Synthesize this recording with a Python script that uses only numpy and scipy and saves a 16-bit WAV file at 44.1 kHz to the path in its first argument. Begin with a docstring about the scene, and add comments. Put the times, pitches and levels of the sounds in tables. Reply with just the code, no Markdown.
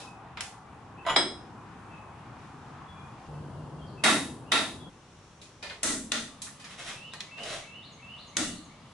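"""In a garage with its door open, a click-type torque wrench tightens suspension bolts under a car on a lift.
The socket rings as it comes off a bolt, the wrench breaks over with sharp clacks that shake axle and frame,
and the ratchet rasps between pulls. Blows are shaped noise plus decaying modes; the rasp is filtered tooth clicks.
Birds are gliding tones and distant traffic is shaped noise, heard from four places in turn; tonal hums lie beneath."""
import sys
import numpy as np
from scipy import signal
from scipy.fft import rfft, irfft
from scipy.io import wavfile

SR = 44100
rng = np.random.default_rng(int(sys.argv[2]) if len(sys.argv) > 2 else 0)


def store_wav(level_fs):
    """Save 16-bit WAV to argv[1]."""
    pcm = np.round(np.clip(np.atleast_2d(level_fs), -1, 1) * 32767)
    wavfile.write(sys.argv[1], SR, pcm.T.astype(np.int16))


N = 393813
TIME = np.arange(N) / SR
TAIL = np.arange(36000) / SR  # time axis of one blow or reverberant tail
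TOP_HZ = 11050  # upper limit of the sound

# Likeness of the two channels. Each row: frequency in Hz, side minus mid in dB.
WIDTH = [(100, -22), (250, -16.5), (600, -9.5), (1200, -9), (2500, -3.5), (5000, -2), (10000, -1)]
# Where the listener stands: door, rear axle, front, lift. Each row: start in seconds, background level in dB,
# drift in dB per second, flicker in dB, left minus right in dB.
PLACES = [(0, -49.5, 0, 2, 1.4), (3.285, -43, -2, 0, 2), (4.895, -54, .7, 0.7, 1), (6.1, -52, 0, 1.5, 1)]


def undb(db):
    """Amplitude ratio: 20 dB is a factor of ten."""
    return 10 ** (np.asarray(db) / 20)


def unit(x):
    """Normalization to a root mean square of 1."""
    return x / np.sqrt(np.mean(x ** 2))


def across(points, hz):
    """Linear interpolation of (Hz, value) points on a log-frequency axis."""
    f, value = np.transpose(points)
    return np.interp(np.log(np.maximum(hz, 1)), np.log(f), value)


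def bins(size):
    """Discrete Fourier frequencies in Hz for this many samples."""
    return np.arange(size // 2 + 1) * SR / size


def shape(points, hz):
    """Spectral shaping: a band-limited gain that leaves white noise near rms 1."""
    return unit(undb(across(points, hz)) * (hz < TOP_HZ))


def panned(db, pan_db):
    """Level-difference stereo: left and right gains pan_db apart."""
    return undb(db + np.array([[pan_db], [-pan_db]]) / 2)


def stereo_spectrum(size, wide_db=0):
    """Diffuse-field coherence: two close microphones agree in the bass and differ in the treble."""
    mid, side = rfft(rng.standard_normal((2, size)))
    width = undb(np.minimum(across(WIDTH, bins(size)) + wide_db, 0))
    return np.array([mid + width * side, mid - width * side]) / np.sqrt(1 + width ** 2)


def octaves(spectrum, size):
    """Filter bank: overlapping octave bands, each given as (centre Hz, waveform)."""
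    centres = np.geomspace(80, 10240, 8)
    for hz, pick in zip(centres, np.eye(len(centres))):
        weight = across(np.c_[centres, pick], bins(size))
        yield hz, irfft(spectrum * weight, size)


def walk(rate, t):
    """Slow random modulation: normal values joined by lines, rate of them per unit of t."""
    steps = rng.standard_normal(1024)
    return np.interp(t * rate, np.arange(len(steps)), steps)


def add(out, s, x):
    """Superposition: mix a sound in at s seconds."""
    i = max(int(s * SR), 0)
    out[:, i:i + x.shape[1]] += x[:, :N - i]


def fade(t60, hold):
    """Held, then free decay: level holds for hold seconds, then falls 60 dB in t60 seconds."""
    knee = np.exp(np.minimum(2 * np.log(1000) * (TAIL - hold) / t60, 200))
    return np.sqrt((1 + knee[0]) / (1 + knee))


def garage(x, wet_db, t60):
    """Reverberation: direct sound plus a decaying diffuse tail, at about unchanged power."""
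    response = irfft(stereo_spectrum(len(TAIL))) * fade(t60, 0)
    response *= undb(wet_db) / np.sqrt(np.sum(response ** 2) / 2)
    response[:, 0] += 1  # direct sound
    return signal.fftconvolve(x[None], response, axes=1)[:, :N] / np.hypot(1, undb(wet_db))


def struck_gain(body, modes, tone_points, uneven_db):
    """Radiation of a struck body: its spectrum, tilted by the blow and raised around its modes."""
    hz = bins(len(TAIL))
    gain = shape(body, hz) * undb(across(tone_points, hz))
    # each blow favours its own share of the car's many small resonances
    gain = gain * undb(uneven_db * walk(1 / 45, hz)) / undb(uneven_db ** 2 / 13)
    # the blow's noise is stronger around each of the modes
    peaks = 1
    for f, mode_db, _ in modes:
        half_width = .011 * f + 12  # Hz
        peaks = peaks + 5 * undb(2 * mode_db) / (1 + ((hz - f) / half_width) ** 2)
    return gain * np.sqrt(peaks * np.sum(gain ** 2) / np.sum(peaks * gain ** 2))


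def bloom(f, bloom_cycles):
    """Resonant build-up: low notes take longer to grow in the frame and the room."""
    return 1 - np.exp(-TAIL * f / bloom_cycles)


def clatter_noise(gain, hold, linger, bloom_cycles, wide_db):
    """Reverberant decay: noise fills the room and dies away at its own rate in each octave."""
    # Each row: frequency in Hz, decay time t60 in seconds before scaling by linger.
    room_t60 = [(120, 1), (300, 0.69), (700, 0.38), (1500, 0.31), (4000, 0.4), (11000, 0.5)]
    clatter = 0
    for f, band in octaves(stereo_spectrum(len(TAIL), wide_db) * gain, len(TAIL)):
        decay = fade(linger * across(room_t60, f), hold)
        clatter = clatter + band * decay * bloom(f, bloom_cycles)
    return clatter


def contact_crack(gain, crack_s, snap, wide_db, lead):
    """Impact: an impulse and a brief noise burst, high-passed, straight to the microphone."""
    hz = bins(len(TAIL))
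    contact = irfft(stereo_spectrum(len(TAIL), wide_db)) * np.exp(-TAIL / crack_s)
    contact[:, 1] += snap
    # lead, in samples, leaves room for the zero-phase filter to spread backwards
    spectrum = rfft(np.roll(contact, lead, axis=1))
    return irfft(spectrum * gain * hz / np.hypot(hz, 1500)) * (TAIL < .1)


def modal_ring(modes, hold, bloom_cycles, wide_db):
    """Modal synthesis: the steel rings as a sum of wavering, decaying sinusoids."""
    ring = 0
    strength = np.sqrt(np.sum(undb(np.array(modes)[:, 1]) ** 2) / 2)
    for f, mode_db, t60 in modes:
        # reflections make each mode waver and reach the two sides out of step
        lag = rng.standard_normal((2, 1)) * undb(across(WIDTH, f) + wide_db)
        phase = 2 * np.pi * (f * TAIL + rng.random()) + lag + .7 * walk(45, TAIL)
        swell = bloom(f, bloom_cycles) * undb(mode_db + 0.81 * walk(70.0, TAIL))
        ring = ring + swell * fade(t60, hold) * np.sin(phase) / strength
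    return ring


def blows(hits, body, modes, linger, crack_s, bloom_cycles, snap, uneven_db, wide_db, pan_db):
    """Impact excitation of steel: a direct crack, ringing modes and reverberant clatter."""
    out = np.zeros((2, N))
    lead = 128  # samples
    for s, db, bass_db, middle_db, treble_db, crack_db, hold, ring_db in hits:
        tone_points = [(300, bass_db), (1400, middle_db), (3600, 0), (8000, treble_db)]
        gain = struck_gain(body, modes, tone_points, uneven_db)
        clatter = clatter_noise(gain, hold, linger, bloom_cycles, wide_db)
        crack = contact_crack(gain, crack_s, snap, wide_db, lead)
        ring = modal_ring(modes, hold, bloom_cycles, wide_db)
        sides = panned(db, pan_db)
        add(out, s, sides * (clatter + undb(ring_db) * ring))
        add(out, s - lead / SR, sides * undb(crack_db) * crack)
    return out


def rear_clacks():
    """Sudden release of a loaded wrench: each break-over shakes the rear axle into ringing."""
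    # Blows. Each row: start in seconds, level in dB, bass, middle, treble and crack in dB,
    # hold in seconds, ring in dB.
    hits = [(4.038, -20, 2, 2, 2, 0.77, 0.069, -7.5), (4.519, -19, -4, -3.5, -5.5, 6.7, 0.055, -13)]
    # Struck spectrum. Each row: frequency in Hz, relative density in dB per Hz.
    body = [(47, -60), (80, -29), (259, 1), (500, -10), (615, -5), (948, -7), (1370, -6.5), (1590, -7),
            (1990, -5), (2940, -10.5), (3770, -8), (4010, -10), (5690, -14), (10300, -14.5), (11000, -17)]
    # Ringing modes. Each row: frequency in Hz, relative level in dB, decay time t60 in seconds.
    modes = [(629, -4, .33), (760, -9, .3), (1135, -3, .33), (1367, 1, .3), (1745, -6, .45), (1873, -7, .4),
             (1950, -6, .4), (2024, -9, .4), (2556, -7, .4), (2632, -6, .45), (2804, -10, .45),
             (3250, -6, .35), (3477, -9, .38), (3705, -4, .36), (3738, -3, .36), (3784, -2, .4),
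             (4436, -15, .32), (8320, -20, .5), (10640, -21, .5)]
    return blows(hits, body, modes, linger=1.0, crack_s=0.0068, bloom_cycles=2.9, snap=1.4,
                 uneven_db=1.5, wide_db=0, pan_db=0)


def front_clicks():
    """Sudden release at the front: break-overs excite the frame's low and high modes."""
    # Blows. Each row: start in seconds, level in dB, bass, middle, treble and crack in dB,
    # hold in seconds, ring in dB.
    hits = [(5.8318, -31, -0.5, 1.6, 9.5, 7.8, 0.081, -12.5),
            (6.1196, -26, -12, -0.2, -3.5, 13.3, 0.042, -12.5), (8.369, -29.5, -2, -0.5, 4, 14, 0.062, -10)]
    # Struck spectrum. Each row: frequency in Hz, relative density in dB per Hz.
    body = [(70, -9.5), (150, -11.5), (250, 0.5), (320, -3.5), (400, -12.5), (620, -9), (1000, -16),
            (1400, -11.5), (2800, -14.5), (3700, -13.5), (5100, -15.5), (6400, -14), (7150, -16.5),
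            (8300, -15), (11000, -23.5)]
    # Ringing modes. Each row: frequency in Hz, relative level in dB, decay time t60 in seconds.
    modes = [(225, -4, .55), (268, -2, .55), (305, -2, .5), (446, -7, .45), (605, -3.5, .45),
             (1332, -4, .4), (1428, -5, .4), (1830, -7, .45), (1921, -5, .45), (1992, -6, .45),
             (2890, -8, .5), (3407, -6, .45), (3579, -1, .5), (3854, -8, .4), (3960, -7, .4),
             (4170, -9, .35), (6435, -6, .4)]
    return blows(hits, body, modes, linger=0.92, crack_s=0.0032, bloom_cycles=4.6, snap=3.2,
                 uneven_db=2.0, wide_db=1, pan_db=0.5)


def socket_hit():
    """Free vibration of a struck steel part: the socket rings as it comes off the bolt."""
    # Blows. Each row: start in seconds, level in dB, bass, middle, treble and crack in dB,
    # hold in seconds, ring in dB.
    hits = [(1.162, -20.5, 3.5, -5.5, -1, 11, 0.0014, -2)]
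    # Struck spectrum. Each row: frequency in Hz, relative density in dB per Hz.
    body = [(80, -28), (350, 5.5), (450, -2.5), (700, 5.5), (2250, 4), (2650, -12.5), (3400, -4), (4080, 0),
            (4400, -21), (5100, -2.5), (6300, -23.5), (7100, -18), (9000, -23), (11000, -45)]
    # Ringing modes. Each row: frequency in Hz, relative level in dB, decay time t60 in seconds.
    modes = [(1372, -9, .3), (2944, -13, .3), (3326, -1.5, .36), (3779, -4, .22), (3990, -8, .2),
             (5049, -.5, .34), (5237, -8, .38), (7154, -21, .3), (8085, -9.5, .32), (8926, -15, .44),
             (10475, -28, .3)]
    return blows(hits, body, modes, linger=0.98, crack_s=0.013, bloom_cycles=0.88, snap=1.5,
                 uneven_db=0.0, wide_db=1.0, pan_db=0)


def head_knocks():
    """Repeated impact: the ratchet head bumps the bolt as it is pulled off."""
    # Blows. Each row: start in seconds, level in dB, bass, middle, treble and crack in dB,
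    # hold in seconds, ring in dB.
    hits = [(1.05, -37, 1.5, 0, -20, -18, .015, -23), (1.064, -25.5, -5.5, 0, 4, -6, 0.0091, -15),
            (1.084, -24, -8, 0, -6, -12, .01, -14), (1.096, -23.5, -5, 0, 8, 0, .005, -11)]
    # Struck spectrum. Each row: frequency in Hz, relative density in dB per Hz.
    body = [(100, -9), (400, 2), (900, 6.5), (2000, -4.5), (2650, -8), (3400, -10), (4100, -9), (4500, -26),
            (5400, -26), (6200, -26), (11000, -44)]
    # Ringing modes. Each row: frequency in Hz, relative level in dB, decay time t60 in seconds.
    modes = [(909, 0, .35), (1959, -1, .3), (2944, -4, .3), (3332, -4, .4), (5065, -8, .3),
             (7046, -15, .25), (7165, -7, .27), (10486, -11, .25)]
    return blows(hits, body, modes, linger=0.6, crack_s=0.0033, bloom_cycles=1.6, snap=2.1,
                 uneven_db=7.0, wide_db=-3.0, pan_db=-1)


def swing(start, length):
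    """Envelope of effort: a back swing gathers speed, is braked and stops."""
    part = (TIME - start) / length
    db = np.interp(part, [0, 0.45, 1], [-8.5, 0, -3])
    release_s = 0.021
    return (part > 0) * undb(db) * np.exp(-np.maximum(TIME - start - length, 0) / release_s)


def ratchet(teeth_per_s=190, scatter_db=4):
    """Impulse-train excitation: the pawl skips unevenly over the teeth as the handle swings back."""
    # Each row: start in seconds, length in seconds, rasp in dB, low knock of the teeth in dB.
    swings = [(6.687, 0.033, -42.5, -70), (6.777, 0.032, -37, -50), (6.845, 0.057, -37.5, -58),
              (7.373, 0.048, -46.5, -40.5), (7.433, 0.11, -35, -42)]
    # Spectra of rasp and knock. Each row: frequency in Hz, relative density in dB per Hz.
    rasp_body = [(760, -11), (1300, -3), (1530, -5), (2390, -3), (3120, -3), (3290, -1.5), (3600, -2.5),
                 (4460, -10), (5530, -8), (9970, -15), (11000, -17)]
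    knock_body = [(250, -13), (420, -5), (560, 9), (750, -2), (1000, -18), (1500, -32), (2500, -52)]
    chance = rng.standard_normal((2400, 2))
    gaps = np.exp(.35 * chance[:, 0]) / teeth_per_s  # the median gap is 1 / teeth_per_s
    at = (np.cumsum(gaps) * SR).astype(int)
    teeth = np.zeros(N)
    teeth[at[at < N]] = undb(scatter_db * chance[at < N, 1])
    rasp = unit(irfft(rfft(teeth) * shape(rasp_body, bins(N)), N))
    knock = unit(irfft(rfft(teeth) * shape(knock_body, bins(N)), N))
    out = np.zeros(N)
    for s, length, rasp_db, knock_db in swings:
        out += swing(s, length) * (undb(rasp_db) * rasp + undb(knock_db) * knock)
    return garage(out, wet_db=11, t60=0.4)


def taps():
    """Weak impact: light knocks of tool and hands set the wrench ringing faintly."""
    # Blows. Each row: start in seconds, level in dB, bass, middle, treble and crack in dB,
    # hold in seconds, ring in dB.
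    hits = [(0.0, -44, 11, -9, 3.5, -10, .005, -27), (.373, -38.5, -7, -0.5, -16, 7.5, .005, -23),
            (.4078, -38, -11, -1, 5.5, 11, .002, -14), (5.416, -45, 9.5, -19, -1, 2, .005, -22),
            (5.627, -36, 4.5, -6.5, -5.5, 1, 0.032, -11), (5.699, -39, 3, -4, -12, 4, 0.0086, -11),
            (6.419, -37.5, -20, -29, 9, 3.5, .003, -20), (6.468, -54, -11, 8.5, -9.5, 10, .005, -16),
            (6.598, -47.5, -5, -6, 1, -7, 0.015, -9), (6.643, -42, -22.5, -3.5, -1, 0, 0.011, -12),
            (7.136, -46.5, 7.5, 0, 1, 11.5, .003, -10), (7.206, -38.5, -6, -14, -7, 13.5, 0.0036, -16),
            (7.38, -43, 9, -3, -14, 1, .01, -24), (7.433, -39.5, -5.5, -14, -0.5, 5, .003, -15)]
    # Struck spectrum. Each row: frequency in Hz, relative density in dB per Hz.
    body = [(100, -15), (300, -4.5), (700, 4), (1800, 4.5), (4000, -0.5), (7000, -6), (11000, -11.5)]
    # Ringing modes. 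Each row: frequency in Hz, relative level in dB, decay time t60 in seconds.
    modes = [(1766, -7, 0.26), (2000, -9.5, 0.68), (2480, -4, 0.29), (3740, -21, 0.14), (4860, -6.5, 0.094)]
    return blows(hits, body, modes, linger=0.81, crack_s=0.0059, bloom_cycles=3.7, snap=4.4,
                 uneven_db=4.0, wide_db=1.0, pan_db=-0.5)


def whistles(notes, wet_db, t60):
    """Frequency modulation: whistles glide in pitch, huskier in wide glides; the garage smears them."""
    out = np.zeros((1, N))
    for s, length, start_hz, end_hz, db in notes:
        t = np.arange(int(length * SR)) / SR
        husk = (15 + abs(end_hz - start_hz) ** 2 / 5000) * walk(1100, t)
        # the glide slows towards the end pitch and stops a little short of it
        hz = start_hz + (end_hz - start_hz) * np.tanh(1.4 * t / length) / np.tanh(1.8) + husk
        envelope = np.sqrt(2 * np.sin(np.pi * t / length))
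        note = undb(db) * envelope * np.sin(2 * np.pi * np.cumsum(hz) / SR)
        add(out, s, note[None])
    return garage(out[0], wet_db, t60)


def twitter(count=14):
    """Random scattering: faint notes of more distant birds until the listener moves to the front."""
    when, pitch, slide = rng.uniform(-1, 1, (count, 3)).T
    starts = (when + 1) / 2 * PLACES[2][0]
    pitches = 2800 * 2 ** (0.33 * pitch)  # Hz, within a third of an octave
    return [(s, .06, f, f * (1 + .08 * k), -66.5) for s, f, k in zip(starts, pitches, slide)]


def birds():
    """Direct and reverberant song: scattered calls behind the car, then a near bird repeats its phrase."""
    # Notes of one phrase. Each row: delay in seconds, length in seconds, start and target pitch in Hz,
    # relative level in dB.
    phrase = [(0, .04, 2600, 2680, -1), (.058, .07, 2660, 3020, 2.5), (.155, .05, 3350, 4400, -.5),
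              (.245, .04, 7200, 6100, -10), (.305, .05, 2000, 2370, -8)]
    # When the phrase is sung. Each row: start in seconds, level in dB.
    song = [(6.958, -46.5), (7.31, -43), (7.667, -47.5), (8.02, -46), (8.386, -50)]
    # Other birds. Each row: start in seconds, length in seconds, start and target pitch in Hz, level in dB.
    calls_far = [(0, 0.096, 2626, 2520, -54.5), (.97, 0.045, 2500, 2700, -53),
                 (1.9, 0.087, 2700, 2490, -55), (2.86, 0.13, 3420, 3350, -56),
                 (2.95, 0.061, 2360, 2470, -54.5), (3.79, 0.042, 3430, 3100, -55),
                 (3.86, 0.046, 5130, 4120, -59), (3.97, 0.034, 2730, 2530, -51.5),
                 (4.46, 0.043, 2670, 2940, -55), (4.79, 0.056, 3450, 3270, -49.5)]
    near = []
    for s, db in song:
        for after, length, start_hz, end_hz, note_db in phrase:
            near.append((s + after, length, start_hz, end_hz, db + note_db))
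    behind = TIME < PLACES[2][0]
    far = whistles(list(calls_far) + twitter(), wet_db=11.0, t60=0.51)
    return whistles(near, wet_db=4.5, t60=0.54) + behind * far


def hum(hz, waver):
    """Random frequency modulation: a wavering sine at rms 1."""
    return unit(np.sin(2 * np.pi * np.cumsum(hz * (1 + waver * walk(60, TIME))) / SR))


def low_hum():
    """Amplitude modulation: a low wavering tone comes in a few swells."""
    # Each row: start in seconds, length in seconds, mean pitch in Hz, level in dB.
    swells = [(3.282, 0.22, 147, -43), (3.562, 0.15, 152, -43), (3.724, .15, 153.6, -44.5),
              (3.975, .06, 151.8, -45)]
    attack_s, release_s = 0.014, 0.033
    out = np.zeros(N)
    for s, length, hz, db in swells:
        envelope = np.clip(np.minimum((TIME - s) / attack_s, (s + length - TIME) / release_s), 0, 1)
        out += undb(db) * envelope * hum(hz, waver=0.022)
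    return out


def far_whine():
    """Exponential decay: a faint far whine loses 5 dB each second."""
    return undb(-56 - 5 * TIME) * hum(797, waver=0.043)


def air(spectrum, end, start, db, drift_db_per_s, flicker_db, pan_db):
    """Coloured noise: traffic and room air at one place, drifting in level, each octave wavering."""
    out = np.zeros((2, N))
    size = 196608  # samples, longer than the stay at any place
    t = np.arange(size) / SR
    noise = 0
    for _, band in octaves(stereo_spectrum(size) * shape(spectrum, bins(size)), size):
        noise = noise + band * undb(flicker_db * walk(8.17, t))
    close = np.clip((end - start - t) / 0.0017, 0, 1)
    add(out, start, noise * panned(db + drift_db_per_s * t, pan_db) * close)
    return out


def background():
    """Ambient noise: the air of each place in turn, with distant traffic swelling at the door."""
    # Air at each place. 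Each row: frequency in Hz, relative density in dB per Hz.
    door_air = [(15, -54), (25, -23), (64, -6.5), (118, 0.5), (254, -6.5), (588, -15), (759, -8),
                (1060, -8), (2160, -24), (2450, -23.5), (3160, -28.5), (3410, -28.5), (4180, -32.5),
                (5970, -33.5), (11000, -42)]
    axle_air = [(15, -56), (25, -35), (59, -8.5), (118, -4.5), (149, -2.5), (182, -6.5), (274, -9.5),
                (559, -16), (1000, -15), (1330, -22), (2270, -36), (3240, -34), (3590, -38.5), (4630, -39),
                (11000, -46.5)]
    front_air = [(15, -35), (25, -17), (77, -1.5), (124, -3), (192, -4.5), (281, -12.5), (327, -8.5),
                 (422, -10.5), (635, -14), (1060, -12), (1800, -20.5), (3500, -22.5), (4990, -27.5),
                 (5530, -21), (11000, -37)]
    lift_air = [(15, -57), (25, -18), (141, 2.5), (260, -5), (372, -13.5), (401, -11.5), (979, -9.5),
                (1230, -7.5), (1470, -18.5), (1850, -16.5), (2510, -19), (2930, -16), (11000, -34)]
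    spectra = (door_air, axle_air, front_air, lift_air)
    ends = [place[0] for place in PLACES[1:]] + [N / SR]
    door, axle, front, lift = (air(spectrum, end, *place)
                               for spectrum, end, place in zip(spectra, ends, PLACES))
    peak_s, width_s, swell_db = 2.44, 1.37, 3
    traffic = undb(swell_db * np.exp(-((TIME - peak_s) / width_s) ** 2))
    return traffic * door + axle + front + lift


def scene():
    """Superposition: wrench work over birds, hums and background."""
    wrench = rear_clacks() + front_clicks() + socket_hit() + head_knocks() + ratchet() + taps()
    hums = low_hum() + far_whine()  # the same in both channels
    return wrench + birds() + hums + background()


def record(dry):
    """Band limiting: a steep elliptic low-pass removes the extreme treble."""
    return signal.sosfilt(signal.ellip(10, .2, 70, TOP_HZ, fs=SR, output="sos"), dry)


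dry = scene()
out = record(dry)
store_wav(out)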